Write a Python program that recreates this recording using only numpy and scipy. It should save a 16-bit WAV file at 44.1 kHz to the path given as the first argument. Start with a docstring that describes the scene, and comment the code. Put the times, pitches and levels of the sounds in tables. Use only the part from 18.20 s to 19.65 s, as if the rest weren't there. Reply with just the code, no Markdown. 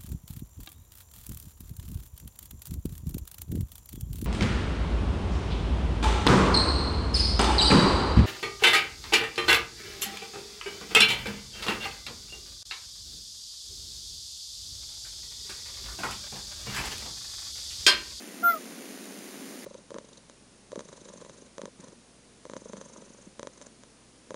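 """From the start, a small camera at a lakeside nest picks up a low rush of wind, its own steady hiss
and a faint electrical buzz that repeats with each camera frame. About a quarter of a second in, a loon
close by gives one short, soft hoot that sags in pitch; the camera's coarse sampling mirrors it into a
thin, high whistle. Near the end, one low note of the buzz swells briefly into a faint hum."""
import numpy as np
from scipy import signal
from scipy.fft import rfft, irfft, next_fast_len
from scipy.ndimage import map_coordinates
import sys
import numpy as np
from scipy import signal
from scipy.fft import rfft, irfft, next_fast_len
from scipy.io import wavfile
from scipy.ndimage import map_coordinates

SR = 44100
rng = np.random.default_rng(int(sys.argv[2]) if len(sys.argv) > 2 else 0)


def transcribe(signal):
    """Save signal, clipped to [-1, 1], as a 16-bit WAV file at the path in sys.argv[1]."""
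    frames = np.atleast_2d(signal).T
    limited = np.clip(frames, -1, 1)
    pcm = np.round(limited * 32767).astype(np.int16)
    wavfile.write(sys.argv[1], SR, pcm)


N = 63945

# The tone of the hiss and of the buzz's crackle. Each row: frequency in Hz, relative level in dB.
HISS_TONE = [(20, -27), (110, -42), (250, -12), (1000, -2.5), (2000, 2), (3200, -2.5), (5000, -2),
             (5800, -2.5), (6250, 0.5), (6750, -2), (7200, -1), (8000, -7)]


def amp(db):
    """Turn decibels into a number to multiply by."""
    return 10 ** (np.asarray(db) / 20)


def unit(x):
    """Scale a sound so that its average (rms) level is 1."""
    return x / np.sqrt(np.mean(x ** 2) + 1e-20)


def gain(points, hz):
    """Read the gain at each frequency from a curve through (Hz, dB) points."""
    f, db = np.transpose(points)
    return amp(np.interp(np.log(hz + 1), np.log(f + 1), db))


def wobble(rate):
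    """A smooth random curve through `rate` random values a second."""
    return map_coordinates(rng.standard_normal(int(N * rate / SR) + 4), [np.arange(N) * rate / SR])


def filtered(x, response):
    """Turn each frequency of x up or down as response(hz) says."""
    size = next_fast_len(N + SR // 2)
    return irfft(rfft(x, size) * response(np.fft.rfftfreq(size, 1 / SR)), size)[:N]


def causal(points, hz):
    """A filter shaped by (Hz, dB) points that rings only after a tick, never before (minimum phase)."""
    cepstrum = irfft(np.log(gain(points, hz)))
    k = np.arange(len(cepstrum))
    return np.exp(rfft(cepstrum * np.where(k == 0, 1, 2 * (k < len(k) / 2))))


def noise(tone):
    """Noise at level 1, shaped by (Hz, dB) points."""
    return unit(filtered(rng.standard_normal(N), lambda hz: gain(tone, hz)))


def swell(peak_s, width_s):
    """A bell-shaped rise and fall that reaches 1 at peak_s."""
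    return np.exp(-((np.arange(N) / SR - peak_s) / width_s) ** 2)


def wind():
    """Moving air makes a low rush, slightly uneven with small gusts."""
    # The tone of the wind. Each row: frequency in Hz, relative level in dB.
    tone = [(20, -60), (100, -50), (125, -25), (160, -14.5), (200, 1), (250, 0.5), (330, -4), (500, -9),
            (800, -22), (1500, -23), (4000, -37.5)]
    # The strength of the wind. Each row: time in seconds, level in dB.
    strength = [(0, -51), (.12, -47), (.23, -46), (.33, -50.5), (.48, -45.5), (.7, -47.5), (1.05, -47),
                (1.25, -45.5), (1.45, -47.5)]
    strength_db = np.interp(np.arange(N) / SR, *np.transpose(strength))
    gust_db = 0.6 * wobble(rate=7.07)
    return amp(strength_db + gust_db) * noise(tone)


def hiss():
    """The microphone adds its own steady hiss."""
    return amp(-48.5) * noise(HISS_TONE)


def buzz():
    """The same electrical ticks leak in with every camera frame, each a low thump with a crackle."""
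    # The ticks of one frame. Each row: seconds into the frame, relative thump and crackle levels in dB.
    ticks = [(.0228, -3.5, 8), (.0090, -2, 6), (.0305, -8.5, -5), (0.00046, -11.5, -8), (0.0032, -37, -15)]
    # The tone of a thump. Each row: frequency in Hz, relative level in dB.
    thump_tone = [(20, -33), (110, -41), (170, -13.5), (220, -6), (280, 1), (360, -7), (500, -10.5),
                  (750, -12.5), (1200, -32.5), (3000, -29), (8000, -50)]
    frame_hz, crackle_decay_s = 30, 0.001
    thump_hits, crackle_hits = np.zeros(N), np.zeros(N)
    frame_starts = np.arange(int(N / SR * frame_hz) + 1) / frame_hz
    for delay_s, thump_db, crackle_db in ticks:
        at = np.round((frame_starts + delay_s) * SR).astype(int)
        size = amp(rng.standard_normal(len(at)))  # ticks vary by about 1 dB
        inside = at < N
        thump_hits[at[inside]] += amp(thump_db) * size[inside]
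        crackle_hits[at[inside]] += amp(crackle_db) * size[inside]
    thumps = unit(filtered(thump_hits, lambda hz: causal(thump_tone, hz)))
    crackle_fades = signal.lfilter([1], [1, -np.exp(-1 / (crackle_decay_s * SR))], crackle_hits)
    crackles = unit(crackle_fades * noise(HISS_TONE))
    return amp(-49.5) * thumps + amp(-57.5) * crackles


def loon():
    """One hoot, led by its second harmonic (twice the base pitch); it sags and roughens as it gives out."""
    # The pitch of the two strong harmonics, which drift slightly out of tune at the edges.
    # Each row: time in seconds, second harmonic in Hz, base note in Hz.
    pitch = [(0.23, 1374, 712), (0.245, 1388, 699), (0.27, 1386, 692), (0.29, 1380, 688), (0.31, 1367, 683),
             (0.323, 1337, 676), (0.342, 1310, 670), (0.356, 1250, 648), (0.368, 1238, 627),
             (0.385, 1232, 625)]
    # The hoot's loudness. Each row: time in seconds, then second harmonic, base note and third in dB.
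    levels = [(0.224, -56.8, -58, -60), (0.231, -37.5, -36, -55), (0.241, -23, -40, -50),
              (0.258, -19, -35.5, -66), (0.281, -18.3, -36.5, -47), (0.297, -20.2, -36, -41.5),
              (0.31, -23.5, -39, -41), (0.323, -35.5, -41.6, -38.0), (0.331, -30, -55, -48),
              (0.341, -27.5, -42.5, -58), (0.348, -33.5, -37, -66.0), (0.354, -45.5, -38.7, -67),
              (0.366, -35.5, -45, -62), (0.376, -44.5, -43.5, -61), (0.387, -53, -56, -70)]
    # The roughness of the voice. Each row: time in seconds, waver as a share of the pitch.
    roughness = [(.3, .0015), (.33, .003), (.36, .005)]
    # Faint overtones that swell mid-hoot. Each row: harmonic number, peak time in seconds, level in dB.
    overtone_peaks = [(4, .275, -60.5), (5, 0.298, -52.5), (6, 0.293, -54), (7, .31, -58.5), (8, .312, -59),
                      (9, 0.274, -56.5)]
    fade_s, wavers_per_s, blur_radians = 0.0027, 300, 0.4
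    t = np.arange(N) / SR
    pitch_times, second_hz, base_hz = np.transpose(pitch)
    waver = 1 + np.interp(t, *np.transpose(roughness)) * wobble(wavers_per_s)
    phase = 2 * np.pi * np.cumsum(np.interp(t, pitch_times, second_hz / 2) * waver) / SR
    base_phase = 2 * np.pi * np.cumsum(np.interp(t, pitch_times, base_hz) * waver) / SR
    level_times, *columns_db = np.transpose(levels)
    second, base, third = [amp(np.interp(t, level_times, db)) for db in columns_db]
    voice = base * np.sin(base_phase) + second * np.sin(2 * phase) + third * np.sin(3 * phase)
    for harmonic, peak_s, db in overtone_peaks:
        blur = blur_radians * wobble(wavers_per_s)
        voice += amp(db) * swell(peak_s, width_s=0.027) * np.sin(harmonic * phase + blur)
    inside_hoot_s = np.minimum(t - level_times[0], level_times[-1] - t)
    fade = np.clip(inside_hoot_s / fade_s + 1, 0, 1)
    return np.sqrt(2) * fade * voice


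def hum():
    """One low note of the buzz swells briefly out of the rumble."""
    pitch_hz = 270
    note = np.sqrt(2) * np.sin(2 * np.pi * pitch_hz * np.arange(N) / SR)
    return amp(-56.5) * swell(peak_s=1.25, width_s=0.067) * note


def scene():
    """The bird over wind, hiss, buzz and hum, in one channel."""
    return (loon() + wind() + hiss() + buzz() + hum())[None]


def record(dry):
    """The camera keeps the sound below half its sampling rate and leaks a mirror image of it above."""
    # The camera's tone, mirror image included. Each row: frequency in Hz, gain in dB.
    camera_tone = [(20, -1), (7300, 1), (7650, -4.5), (8350, -5), (8700, 1), (10000, -0.5), (12000, -3.5),
                   (13500, -9.5), (14600, -13), (15400, -20.5)]
    sampling_hz, top_hz = 16000, 15700
    kept = filtered(dry[0], lambda hz: hz < sampling_hz / 2)
    mirror = kept * 2 * np.cos(2 * np.pi * sampling_hz * np.arange(N) / SR)
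    return filtered(kept + mirror, lambda hz: gain(camera_tone, hz) * (hz < top_hz))[None]


dry = scene()
out = record(dry)
transcribe(out)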